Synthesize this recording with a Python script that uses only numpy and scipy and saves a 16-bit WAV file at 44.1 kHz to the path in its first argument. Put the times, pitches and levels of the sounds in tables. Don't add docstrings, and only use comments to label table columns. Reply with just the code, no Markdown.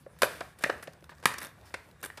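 import sys
import numpy as np
from scipy import signal
from scipy.fft import rfft, irfft
from scipy.io import wavfile
from scipy.ndimage import uniform_filter1d

SR = 44100
rng = np.random.default_rng(int(sys.argv[2]) if len(sys.argv) > 2 else 0)


def inscribe(sig):
    pcm = np.round(np.clip(np.atleast_2d(sig).T, -1, 1) * 32767)
    wavfile.write(sys.argv[1], SR, pcm.astype(np.int16))


def gain_from_db(level_db):
    decades = np.asarray(level_db, float) / 20
    return 10 ** decades


N = 97020

# pitch_hz, level_db, t60_s
PANELS = [(330, 10.5, 0.054), (480, -32, 0.12), (558, 11.5, 0.068), (669, 0.5, 0.049), (940, -6.5, 0.018),
          (1170, 8, 0.027), (1417, 8, 0.032), (1650, 17, 0.02), (1832, 11, 0.031), (2030, -9.5, 0.01),
          (2312, 13.5, 0.012), (2718, 0.5, 0.042), (2800, -12, .02), (3596, 12, 0.015)]
BOX_LOW_HZ = 340


def evened(x):
    return x / np.sqrt(np.mean(x ** 2) + 1e-20)


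def read(points, hz):
    f, value = np.transpose(points)
    return np.interp(np.log(hz + 1), np.log(f + 1), value)


def colour(x, points):
    gain = gain_from_db(read(points, np.fft.rfftfreq(len(x), 1 / SR)))
    return evened(irfft(rfft(x) * gain, len(x)))


def add(mix, start_s, sound):
    part = mix[round(start_s * SR):][:len(sound)]
    part += sound[:len(part)]


def cut(x, hz, kind, order=2):
    return signal.sosfilt(signal.butter(order, np.clip(hz, 20, 20000), kind, fs=SR, output="sos"), x)


def resonate(x, hz, width_hz):
    r = np.exp(-np.pi * width_hz / SR)
    return 2 * signal.lfilter([1 - r], [1, -r * np.exp(2j * np.pi * hz / SR)], x).real


def whiten(x):
    evenness = 0.9
    z = rfft(x)
    return irfft(z / (abs(z) + 1e-9) ** evenness, len(x))


def contact(t, length_s, sag=0.23, rise_s=0.0001, release_s=0.0077):
    rise = np.minimum(t / rise_s + 0.091, 1)
    return rise * np.exp(-sag * t / length_s - np.maximum(t - length_s, 0) / release_s)


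def panels(t, gain_db, detune):
    longest_ring_s = 0.028
    hz, level_db, t60_s = np.array(PANELS).T[:, :, None]
    decay = gain_from_db(level_db + gain_db[:, None] - 60 * t / np.minimum(t60_s, longest_ring_s))
    swing = np.sin(2 * np.pi * hz * (1 + 0.061 * detune[:, None]) * t)
    return (decay * swing).sum(0)


def sheet(noise):
    # pitch_hz, width_hz, level_db
    film_peaks = [(4833, 1020, -0.5), (6220, 57, -7), (7750, 840, -3.5), (8430, 450, -17), (9200, 140, 1),
                  (12000, 220, -7), (14600, 170, -44)]
    # pitch_hz, level_db (per Hz)
    film_colour = [(1470, -6.5), (2500, -6), (4340, -14.5), (5200, -15), (6930, -19), (9590, -14),
                   (13800, -18), (15200, -24)]
    peaks = sum(gain_from_db(db) * resonate(noise, hz, max(width_hz, 400)) for hz, width_hz, db in film_peaks)
    return colour(noise, film_colour) + 0.27 * evened(peaks)


def hiss():
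    # pitch_hz, level_db
    air_colour = [(15, -44), (25, -3.5), (93, 7.5), (279, -7), (546, -6), (1690, -14), (3120, -25.5),
                  (9380, -27), (15200, -33.5)]
    level_db, patch_db = -61, -3
    hz, _, z = signal.stft(colour(rng.standard_normal(N), air_colour), SR, nperseg=512)
    patches = uniform_filter1d(rng.standard_normal(z.shape), 30, axis=0)
    patches = evened(uniform_filter1d(patches, 8, axis=1))
    steady_lows = np.minimum(hz / 600, 1)[:, None]
    z = z * gain_from_db(patch_db * patches * steady_lows)
    return gain_from_db(level_db) * signal.istft(z, SR, nperseg=512)[1][:N]


def rumble():
    hum_hz = [69, 153.5]
    hum_width_hz = [35, 43]
    hum_db = [-65, -66.5]
    lumps_db = -3
    out = np.zeros(N)
    for hz, width_hz, db in zip(hum_hz, hum_width_hz, hum_db):
        lumps = evened(uniform_filter1d(rng.standard_normal(N), 3000))
        hum = resonate(resonate(rng.standard_normal(N), hz, width_hz), hz, width_hz)
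        out += gain_from_db(db + lumps_db * lumps) * evened(hum)
    return out


def snaps():
    # start_s, peak_db, pitch_hz, length_s
    snap_events = [(0, -60.5, 10200, 0.026), (1.0953, -53, 4000, 0.019), (0.1876, -48, 12300, 0.004),
                   (0.1882, -54, 5200, .003), (0.193, -57, 10400, 0.028), (0.24, -34, 12400, 0.00063),
                   (0.219, -27, 11100, 0.029), (1.26, -34, 10140, 0.016), (1.313, -42.5, 10000, .012),
                   (1.007, -58, 5000, 0.0028), (1.15, -57, 6000, 0.0027), (1.612, -52.5, 4000, 0.0023),
                   (1.912, -54, 4000, 0.0034), (0.826, -42, 10500, 0.0017), (0.587, -46.5, 9300, 0.0075),
                   (0.623, -42, 9700, 0.0067), (0.832, -45, 10860, 0.011), (0.925, -53, 4820, 0.0014),
                   (0.933, -48.5, 4760, 0.0038), (1.041, -46, 3840, 0.0033), (1.183, -51, 4950, 0.001),
                   (1.2, -54, 5040, 0.0026), (1.337, -36.5, 6200, 0.0055), (1.3821, -37, 8950, 0.0034),
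                   (1.383, -33, 5500, 0.0068), (1.4036, -41, 10500, 0.0034), (1.4146, -38, 10400, .006),
                   (1.425, -32.5, 8600, 0.0015), (1.4303, -29, 11900, 0.0015), (1.437, -50, 8800, .0015),
                   (1.44, -36, 12000, 0.002), (1.448, -30.5, 10000, 0.0016), (1.4556, -38, 12000, 0.0038),
                   (1.4676, -40, 5600, 0.0028), (1.655, -55.5, 5140, 0.063), (2.005, -56, 8000, .003),
                   (2.028, -38, 6100, .003), (2.014, -45, 9000, 0.00089), (2.031, -29, 12400, 0.0015),
                   (2.036, -34, 9800, 0.0057), (2.0398, -38, 10100, 0.0015), (2.0476, -30, 9300, 0.0033),
                   (2.056, -34.5, 13000, 0.0047), (2.0605, -33.5, 9200, 0.0033),
                   (2.1732, -42, 4900, 0.0057)]
    level_db, pitch_db, body_db = -10, -0.5, 4.5
    pitch_width_hz = 1100
    out, t = np.zeros(N), np.arange(2048) / SR
    for start_s, peak_db, hz, length_s in snap_events:
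        noise = rng.standard_normal(2048)
        luck = rng.standard_normal(len(PANELS))
        shape = contact(t, max(length_s, 0.0005), sag=0.39, release_s=0.00072 + 0.35 * length_s)
        fizz = sheet(noise) + gain_from_db(pitch_db) * evened(resonate(noise, hz, pitch_width_hz))
        body = signal.fftconvolve(noise * shape, panels(t, 3 * luck, luck))[:2048]
        snap = shape * fizz + gain_from_db(body_db) * body / abs(body).max()
        add(out, start_s, gain_from_db(peak_db + level_db) * snap)
    return out


def rub():
    # time_s, pressure_db, plastic_share_db
    finger_path = [(0, -113, 20.5), (.05, -86, -10), (0.298, -56.5, 9), (0.498, -65.5, 2),
                   (0.568, -72.5, -4), (0.627, -50.5, 2.5), (.95, -80, 3), (1.069, -85, 3),
                   (1.12, -68, -11), (1.2, -68, -3), (1.33, -72, -15), (1.442, -43.5, -5), (1.53, -72, -3),
                   (1.679, -62.5, -3.5), (1.899, -103.5, 36.5), (1.96, -68, -13), (2.05, -61.5, -9),
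                   (2.2, -73, 9)]
    level_db, slips_per_s, slip_spread_db = -0.5, 4500, 3
    time_s, pressure_db, plastic_db = np.transpose(finger_path)
    t = np.arange(N) / SR
    slips = rng.random(N) < slips_per_s / SR
    slips = slips * gain_from_db(slip_spread_db * np.minimum(rng.exponential(1, N), 4))
    slips = slips * rng.choice([-1., 1.], N)
    as_tuned = np.zeros(len(PANELS))
    card = signal.fftconvolve(slips, panels(t[:4096], as_tuned, as_tuned))[:N]
    flutter = 0.5 + evened(uniform_filter1d(abs(slips), 120))
    fizz = evened(flutter * sheet(rng.standard_normal(N)))
    both = evened(card) + gain_from_db(np.interp(t, time_s, plastic_db)) * fizz
    return gain_from_db(level_db + np.interp(t, time_s, pressure_db)) * both


def struck_box(t, hz):
    scatter_db, above_db_per_oct, below_db_per_oct = 1.5, 8.5, 16.5
    own_db, own_cycles = -6, 17
    luck, detune = rng.standard_normal((2, len(PANELS)))
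    octaves = np.log2(np.array(PANELS)[:, 0] / hz)
    away_db = np.where(octaves > 0, above_db_per_oct, -below_db_per_oct) * octaves
    own = gain_from_db(-60 * t * hz / own_cycles) * np.sin(2 * np.pi * hz * t)
    return evened(panels(t, scatter_db * luck - away_db, detune)) + evened(own) * gain_from_db(own_db)


def knocks():
    # start_s, peak_db, struck_panel_hz, brightness_db, contact_s
    knock_events = [(0.0625, -34, 540, -52, 0.0023), (0.1647, -47.5, 1120, -25, 0.001),
                    (0.2195, -11.5, 1170, -12, 0.0055), (0.2223, -10, 1170, -17.5, 0.0029),
                    (0.2293, -9, 568, -24.5, 0.0048), (0.2322, -8.5, 2010, -19.5, 0.0022),
                    (0.2395, -16.5, 1170, -45, 0.0032), (.407, -21.5, 680, -20, 0.0052),
                    (.411, -27, 1110, -30, 0.0073), (.659, -24, 577, -40, 0.0086),
                    (0.607, -37.5, 684, -35, 0.0032), (0.6379, -12, 1820, -16.5, 0.0038),
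                    (0.6399, -9.5, 1920, -24.5, 0.0042), (0.6962, -14, 650, -36, 0.00066),
                    (0.6988, -14.5, 1760, -22, 0.0038), (0.7058, -23, 1210, -34, 0.0013),
                    (.799, -41, 619, -21, 0.0037), (.827, -34, 1610, -15.5, 0.011),
                    (.873, -28.5, 650, -21.5, 0.0094), (1.024, -42, 398, -23.5, 0.0019),
                    (1.0929, -34.5, 1050, -21, 0.0066), (1.117, -39.5, 1000, -23.5, 0.018),
                    (1.227, -38, 850, -16.5, 0.0078), (1.236, -35.5, 886, -16.5, 0.013),
                    (1.2559, -8.5, 1100, -12.5, 0.0037), (1.257, -6.5, 2420, -18.5, 0.001),
                    (1.2593, -8.5, 1620, -20.5, 0.0011), (1.277, -25, 1110, -22.5, 0.002),
                    (1.305, -26, 1580, -27, 0.0025), (1.315, -27, 1650, -25, 0.0087),
                    (1.4144, -29.5, 1710, -32, 0.011), (1.634, -51.5, 1880, -30.5, 0.064),
                    (1.705, -44, 1840, -23.5, 0.0039), (1.34, -28.5, 1600, -15, 0.0051),
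                    (1.386, -28.5, 1840, -15, 0.0024), (1.7406, -22.5, 2040, -19, 0.0081),
                    (1.744, -33.5, 590, -40, 0.0053), (2.0398, -22, 1790, -21, .003),
                    (2.1013, -26.5, 1680, -47, 0.00081), (2.175, -33, 990, -18, 0.016)]
    body_db, bright_level_db, chatters_per_s = -3, 4, 3000
    rise_cycles = 0.8
    thud_hz, thud_db, thud_t60_s = 129.6, -37, 0.24
    dull_hz, dull_hz_per_db, crack_low_hz = 19000, 903.5, 120
    out, t = np.zeros(N), np.arange(4096) / SR
    thud = gain_from_db(thud_db - 60 * t / thud_t60_s) * np.sin(2 * np.pi * thud_hz * t)
    thud = thud * np.minimum(t / 0.023, 1)
    for start_s, peak_db, hz, bright_db, contact_s in knock_events:
        noise, hold_s = rng.standard_normal(4096), max(contact_s, 0.001)
        rise_s = rise_cycles / hz

        shape = contact(t, hold_s, sag=0.71, rise_s=rise_s)
        touches = (rng.random(4096) < chatters_per_s / SR) * np.sign(noise) * shape
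        touches = touches + 1e-3 * (t == 0)
        chatter = cut(shape ** 0.62 * whiten(touches), 3 * hz, "low")
        body = signal.fftconvolve(chatter, struck_box(t, hz))[:4096]
        body = cut(body, BOX_LOW_HZ, "high", order=3)

        edge = contact(t, hold_s * 0.9, sag=1.2, rise_s=rise_s / 2, release_s=0.003)
        top_hz = max(dull_hz + dull_hz_per_db * (bright_db + 6), 3000)
        crack = cut(sheet(whiten(edge * noise)), top_hz, "low")
        crack = edge ** 0.18 * cut(crack, crack_low_hz, "high")
        crack = 3 * crack / abs(crack).max()

        knock = gain_from_db(body_db) * body / abs(body).max() + thud
        knock = knock + gain_from_db(bright_level_db + bright_db) * crack
        add(out, start_s, gain_from_db(peak_db) * knock)
    return out


def tail():
    # pitch_hz, t60_s
    room_decay = [(150, 0.65), (500, 0.35), (1500, 0.49), (4000, 0.36), (9000, 0.27), (14000, 0.24)]
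    # pitch_hz, level_db
    room_level = [(150, -11), (500, -12), (1500, -13), (4000, -10.5), (9000, -9), (14000, -8)]
    taps = np.zeros(SR)
    at = np.arange(120, SR - 12, 12) + rng.integers(0, 12, (SR - 121) // 12)
    taps[at] = rng.choice([-1., 1.], at.shape)
    hz, t, z = signal.stft(taps, SR, nperseg=256)
    fade_db = -60 * t / read(room_decay, hz)[:, None]
    level_db = read(room_level, hz)[:, None]
    plain = signal.istft(z * gain_from_db(fade_db), SR, nperseg=256)[1]
    shaped = signal.istft(z * gain_from_db(fade_db + level_db), SR, nperseg=256)[1]
    return shaped / np.linalg.norm(plain)


def room(x):
    turns_per_s = 70
    turn = 2 * np.pi * turns_per_s * np.arange(N) / SR
    out = np.zeros(N)
    for k in range(3):
        share = np.sqrt(2 / 3) * np.cos(turn + k * np.pi / 3)
        out += signal.fftconvolve(x * share, tail())[:N]
    return out


def scene():
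    window_room_db = -2.5
    window = cut(snaps(), BOX_LOW_HZ, "high")
    card = cut(rub(), BOX_LOW_HZ, "high") + knocks()
    echoes = room(card + gain_from_db(window_room_db) * window)
    return (card + window + echoes + hiss() + rumble())[None]


def top_cut(x):
    return signal.sosfilt(signal.butter(12, 16510, fs=SR, output="sos"), x)


def record(dry):
    mic_low_hz, top_hz = 52, 15450
    band_limit = signal.firwin(301, top_hz, window=("kaiser", 3), fs=SR)
    mix = cut(dry, mic_low_hz, "high", order=3)
    mix = signal.oaconvolve(mix, band_limit[None], "same")
    return top_cut(mix)


dry = scene()
out = record(dry)
inscribe(out)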